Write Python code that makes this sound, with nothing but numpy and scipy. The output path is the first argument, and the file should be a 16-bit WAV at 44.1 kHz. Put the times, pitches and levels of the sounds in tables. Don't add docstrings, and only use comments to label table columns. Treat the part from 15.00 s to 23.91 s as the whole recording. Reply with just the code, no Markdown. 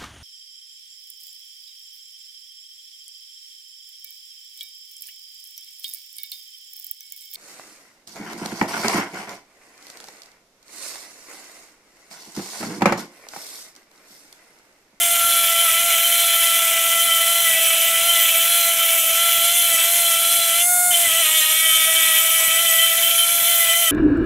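import sys
import numpy as np
from scipy import signal
from scipy.fft import rfft, irfft, next_fast_len
from scipy.io import wavfile
from scipy.ndimage import map_coordinates

SR = 44100
rng = np.random.default_rng(int(sys.argv[2]) if len(sys.argv) > 2 else 0)


def master(y):
    cut = np.clip(np.atleast_2d(y).T, -1, 1)
    pcm = np.round(cut * 32767)
    wavfile.write(sys.argv[1], SR, pcm.astype(np.int16))


N = 392931

# [f/Hz, density/dB]
RUMBLE_SPECTRUM = [(15, -36), (25, -5), (113, 1), (262, 2), (289, 3.5), (323, 0), (370, -1), (480, -4),
                   (620, -43), (1060, -120)]


def motor(turns, speed, load):
    # [speed/(turns/s), order 1/dB, order 2/dB, order 3/dB, port whistle/dB]
    order_levels = [(620, -43.5, -32, -33.5, -27), (654.7, -37, -28, -31.5, -25.5),
                    (656.4, -34.8, -32, -29, -24), (666.7, -34.5, -28.5, -30.5, -26.5),
                    (682.4, -33.5, -29, -36, -23.5), (685.9, -34, -35.5, -35, -20),
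                    (721, -28, -25.5, -30.5, -18)]
    port_levels_db = [-17.5, -20, -23, -20, -10.5, -12.5, -15, -7.5, -14.5, -20, -1.5, -14, -17, -2, -15,
                      -13, -8, -16, -16]
    # [f/Hz, gain/dB]
    duct_response = [(3500, -2), (6000, 1), (7900, 3), (9000, -1), (10700, 2), (12200, -1), (12800, -3),
                     (15000, -6)]
    waver_db, waver_rate_hz = 1.35, 28
    second_fade_db_per_s, whistle_rise_db_per_s = 0.58, 0.1962

    t = np.arange(N) / SR
    speeds, *levels = np.transpose(sorted(order_levels))
    first_db, second_db, third_db, whistle_db = [
        np.interp(speed, speeds, db) + waver_db * load ** 2 * wobble(waver_rate_hz) for db in levels]
    second_db = second_db - second_fade_db_per_s * t
    whistle_db = whistle_db + whistle_rise_db_per_s * t

    whine = amp(first_db) * partial(turns, order=1, flutter=0.13 * load ** 2, rate_hz=75)
    whine += amp(second_db) * partial(turns, order=2, flutter=0.19 * load, rate_hz=170)
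    whine += amp(third_db) * partial(turns, order=3, flutter=0.31 * load, rate_hz=35)
    whistle = sum(amp(db) * partial(turns, order=order, flutter=.42 * load, rate_hz=45)
                  for order, db in enumerate(port_levels_db, 5))
    return whine + amp(whistle_db) * coloured(whistle, duct_response)


def partial(turns, order, flutter, rate_hz):
    carrier = np.exp(2j * np.pi * (order * turns + rng.random()))
    return unit(np.real(carrier * (1 + flutter * (wobble(rate_hz) + 1j * wobble(rate_hz)))))


def exhaust(turns):
    # [f/Hz, density/dB]
    jet_spectrum = [(200, -40), (600, -23), (2000, -17), (4500, -17), (6000, -12), (7200, -5), (8500, -2),
                    (10000, 1), (10900, -1), (11800, 1), (12600, -5), (13400, -5), (14400, -10),
                    (16000, -10)]
    # [start/s, attack/s, end of hold/s, release/s]
    graze_times = (4.8, 0.28, 7, 1.1)
    # [f/Hz, density/dB]
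    graze_spectrum = [(3000, -33), (5000, -22), (7000, -13), (8500, 8), (9600, 1), (11500, -11), (13300, 0),
                      (15000, -16)]

    puffs = 1 + 0.68 * np.cos(2 * np.pi * turns)
    jet = amp(-22.0 + 0.67 * wobble(16)) * coloured(noise() * puffs, jet_spectrum)
    graze = amp(-27.5) * gate(*graze_times) * coloured(noise() * puffs, graze_spectrum)
    return jet + graze


def grinding(turns, speed, contact):
    # [start/s, attack/s, end of hold/s, release/s]
    chatter_times = (6.2, 0.029, 7.22, .45)
    # [t/s, scrape/dB, knock/dB]
    work_levels = [(0, -25.5, -33), (.4, -24.5, -30), (1.3, -23.5, -31), (2.2, -27, -32), (2.6, -23.5, -29),
                   (4.3, -26.5, -29), (4.8, -26, -27.5), (5.6, -27, -28), (6.1, -27, -28.5),
                   (6.5, -29, -28), (7.05, -22.5, -28.5), (7.5, -26, -29.5), (7.9, -25, -32),
                   (8.9, -26.5, -34.5)]
    # [f/Hz, width/Hz, level/dB]
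    steel_modes = [(329, 29, -28.5), (543, 91, -19), (777.6, 51, -13.5), (943, 12.3, -11), (1030, 47, -18),
                   (1545, 77, -8), (1748, 374, -8.5), (1975, 36, -2), (2300, 193, 3), (2423, 87, 1),
                   (2658, 115, 0), (2835, 210, 1), (2972, 81, 4), (3225, 152, 3.5), (3396, 105, 2),
                   (3462, 76, 6), (3512, 58, 2.5), (3677, 190, -3.5), (4064, 85, -1.5), (4840, 130, -31),
                   (4993, 240, -11.5)]
    # [f/Hz, density/dB]
    fizz_spectrum = [(300, -44), (1000, -4.5), (2500, -7.5), (4400, 2), (5100, -8.5), (5500, 6),
                     (7000, 4.5), (8200, -1), (9300, -18), (10200, 0.5), (12100, 12.5), (12700, 7),
                     (15000, -3), (16000, 3.5)]
    # [t/s, length/s, level/dB]
    squeal_events = [(0.28, 0.072, -28), (0.645, 0.088, -29), (0.994, 0.085, -28), (1.39, 0.081, -29),
                     (1.66, 0.036, -28), (2.432, 0.28, -27), (2.777, 0.13, -24), (3.167, 0.31, -24),
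                     (3.576, 0.1, -23), (3.792, 0.28, -25), (4.26, 0.18, -23), (4.631, 0.12, -28),
                     (5.073, 0.076, -30), (7.117, 0.24, -24), (7.453, 0.036, -29), (7.718, 0.14, -26),
                     (8.027, 0.086, -22), (8.375, 0.27, -22)]
    # [f/Hz, width/Hz, level/dB]
    singing_modes = [(14170, 480, 0), (14620, 230, -2)]
    working_speed = 672
    bounce_calm, bounce_hard = 0.27, 0.97
    scrape_db_per_turn_lost, knock_db_per_turn_lost = .085, 0.02
    bounce_scrape_db, bounce_knock_db, bounce_sing_db = -4.5, 4, -5
    fizz_db, sing_db, squeal_gain_db = -23.5, -33.5, -1

    lost = working_speed - speed
    bounce = bounce_calm + (bounce_hard - bounce_calm) * gate(*chatter_times)
    scrape_slow_db, knock_slow_db = curves(work_levels)
    scrape_db = scrape_slow_db + scrape_db_per_turn_lost * lost + bounce_scrape_db * bounce
    knock_db = knock_slow_db + knock_db_per_turn_lost * lost + bounce_knock_db * bounce + wobble(14)

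    touch = contact * judder(rate_hz=124, depth=.36)
    cut = touch * grit(turns, spiky_db=0.5, bite=0.65)
    blows = touch * knocks(turns, bounce, scatter_db=1.8, jitter_turns=.010)
    drive = amp(scrape_db) * cut + amp(knock_db) * blows
    body = np.std(drive) * resonate(drive, steel_modes)
    fizz = amp(fizz_db) * coloured(cut + 0.68 * bounce * blows, fizz_spectrum)

    steady_sing = amp(sing_db + bounce_sing_db * bounce)
    squeals = amp(squeal_gain_db) * swells(squeal_events, edge_s=.06)
    rim_cut = touch * grit(turns, spiky_db=0, bite=0.37)
    singing = np.hypot(steady_sing, squeals) * resonate(rim_cut, singing_modes)
    return body + fizz + singing


def grit(turns, spiky_db, bite):
    grains = noise() * amp(spiky_db * noise())
    flurries = amp(1.7 * wobble(600) + 1.2 * wobble(110))
    return unit(grains * np.exp(bite * np.cos(2 * np.pi * turns)) * flurries)


def knocks(turns, bounce, scatter_db, jitter_turns):
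    count = np.arange(1, int(turns[-1]))
    chance = rng.standard_normal((len(count), 2))
    at = np.interp(count + jitter_turns * chance[:, 0], turns, np.arange(N))
    at = np.clip(at, 0, N - 2)
    whole = at.astype(int)
    late = at - whole
    missed = np.clip(bounce[whole], 0, 1)
    alternation = (1 + missed * (-1) ** count) / np.hypot(1, missed)
    size = amp(scatter_db * chance[:, 1]) * alternation
    return unit(np.bincount(whole, size * (1 - late), N) + np.bincount(whole + 1, size * late, N))


def judder(rate_hz, depth):
    cycles = np.cumsum(rate_hz * (1 + .07 * wobble(7))) / SR
    return unit(1 + depth * (1 + .4 * wobble(4)) * np.cos(2 * np.pi * cycles))


def tube(contact, unrest_db):
    # [f/Hz, width/Hz, level/dB]
    main_mode = [(3091, 40, 0)]
    # [t/s, length/s, level/dB]
    flare_events = [(0.552, 0.04, -23), (0.958, 0.048, -26), (1.04, 0.03, -21), (1.11, 0.035, -25),
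                    (1.31, 0.11, -26), (2.075, 0.14, -23), (3.09, 0.033, -22), (3.397, 0.056, -26),
                    (3.835, 0.038, -23), (4.195, 0.055, -22), (4.434, 0.074, -28), (4.63, 0.043, -19.5),
                    (5.907, 0.067, -22), (6.652, 0.12, -20.5), (6.947, 0.034, -18), (7.515, 0.039, -23),
                    (7.782, 0.106, -19), (8.024, 0.1, -21), (8.17, 0.081, -20), (8.52, 0.028, -25),
                    (8.685, 0.069, -24.5), (8.817, 0.1, -23)]

    swing = signal.hilbert(resonate(noise(), main_mode))
    even = unit(swing.real / np.abs(swing) ** 0.41)
    steady = amp(-28 + unrest_db * wobble(30))
    return contact ** 2 * np.hypot(steady, swells(flare_events, edge_s=0.016)) * even


def room(x, t60_s, drift_hz):
    t = np.arange(SR // 4) / SR
    tails = rng.standard_normal((4, len(t))) * amp(-60 * t / t60_s)
    echoes = signal.fftconvolve(x[None], tails / np.linalg.norm(tails[0]), axes=1)[:, :N]
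    shares = np.array([wobble(drift_hz) for _ in tails])
    return np.sum(echoes * shares, axis=0) / np.linalg.norm(shares, axis=0)


def shop():
    # [t/s, level/dB]
    bump_events = [(.25, -42), (4.383, -44), (4.745, -40), (5.39, -45), (5.905, -47), (6.075, -42),
                   (7.48, -41), (8.425, -45)]
    bump_width_s = 0.0069

    t = np.arange(N) / SR
    swell = sum(amp(db) * np.exp(-((t - s) / bump_width_s) ** 2) for s, db in bump_events)
    bumps = swell * coloured(noise(), [(25, -21), (70, 4), (150, -2), (300, 1), (700, -23)])
    unrest_db = 1.1 * wobble(8) + 1.6 * wobble(70)
    return amp(-56.5 + unrest_db) * coloured(noise(), RUMBLE_SPECTRUM) + bumps


def amp(db):
    return 10 ** (np.asarray(db) / 20)


def unit(x):
    return x / np.sqrt(np.mean(np.abs(x) ** 2) + 1e-20)


def noise():
    return rng.standard_normal(N)


def curves(rows):
    s, *cols = np.transpose(rows)
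    return [np.interp(np.arange(N) / SR, s, c) for c in cols]


def wobble(rate_hz):
    knots = rng.standard_normal(N // 8)
    return map_coordinates(knots, [np.arange(N) * rate_hz / SR], mode="wrap")


def gate(start_s, attack_s, end_s, release_s):
    t = np.arange(N) / SR
    return np.clip(np.minimum((t - start_s) / attack_s, 1 - (t - end_s) / release_s), 0, 1)


def swells(rows, edge_s):
    return sum(amp(db) * gate(s - edge_s / 2, edge_s, s + length - edge_s / 2, edge_s)
               for s, length, db in rows)


def filtered(x, response):
    m = next_fast_len(N + SR // 2)
    return irfft(rfft(x, m) * response(np.fft.rfftfreq(m, 1 / SR)), m)[..., :N]


def coloured(x, points):
    f, db = np.transpose(points)
    return unit(filtered(x, lambda hz: amp(np.interp(np.log(hz + 1), np.log(f), db))))


def resonate(x, modes):
    def response(f):
        return sum(amp(db) * (1j * f * w / (c * c - f * f + 1j * f * w)) ** 2 for c, w, db in modes)
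    return unit(filtered(x, response))


def scene():
    # [t/s, speed/(turns/s)]
    speed_points = [(0.0, 688), (0.55, 673), (0.62, 684), (0.69, 659), (0.85, 684), (0.96, 667),
                    (1.09, 681), (1.78, 666), (2.08, 674), (2.1, 664), (2.42, 675), (2.5, 658), (3.02, 669),
                    (3.06, 682), (3.34, 659), (3.51, 681), (4.09, 659), (4.21, 678), (4.39, 671),
                    (4.58, 692), (4.77, 659), (4.94, 688), (5.14, 669), (5.36, 682), (5.53, 671),
                    (5.69, 715), (5.91, 713), (5.94, 685), (6.03, 685), (6.1, 646), (6.2, 675), (6.25, 628),
                    (6.38, 641), (6.41, 627), (6.62, 645), (6.84, 639), (6.88, 651), (7.18, 644),
                    (7.26, 656), (7.55, 652), (7.62, 676), (7.71, 657), (8.37, 683), (8.41, 667),
                    (8.48, 682), (8.71, 665), (8.8, 685), (8.89, 654)]
    # [start/s, time to clear/s, return/s, time to bite again/s]
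    lift_times = (5.605, 0.075, 5.902, 0.0062)
    # [f/Hz, level/dB]
    side_response = [(100, -57), (670, -23), (1300, -62), (2500, -24.5), (3500, -34.5), (8000, -26),
                     (11000, -25), (14000, -69)]
    free_speed, full_load_sag = 720, 45
    shake_slow, shake_fast = .002, .0012
    lift_db = -23

    speed = curves(speed_points)[0]
    load = np.clip((free_speed - speed) / full_load_sag, .2, 1.3)
    shake = load * (shake_slow * wobble(20) + shake_fast * wobble(45))
    turns = np.cumsum(speed * (1 + shake)) / SR
    contact = amp(lift_db * gate(*lift_times))

    direct = motor(turns, speed, load) + exhaust(turns)
    direct += grinding(turns, speed, contact) + tube(contact, unrest_db=2.0)
    mid = direct + amp(-10) * room(direct, t60_s=.17, drift_hz=3) + shop()
    hz, db = np.transpose(side_response)
    side = filtered(mid, lambda f: 1j * amp(np.interp(np.log(f + 1), np.log(hz), db)))
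    side += amp(-67.5) * coloured(noise(), RUMBLE_SPECTRUM)
    return np.array([mid + side, mid - side])


def record(dry):
    top_hz = 15750
    rounded = dry / (1 + np.abs(dry / .8) ** 6) ** (1 / 6)
    return filtered(rounded, lambda hz: hz < top_hz)


dry = scene()
out = record(dry)
master(out)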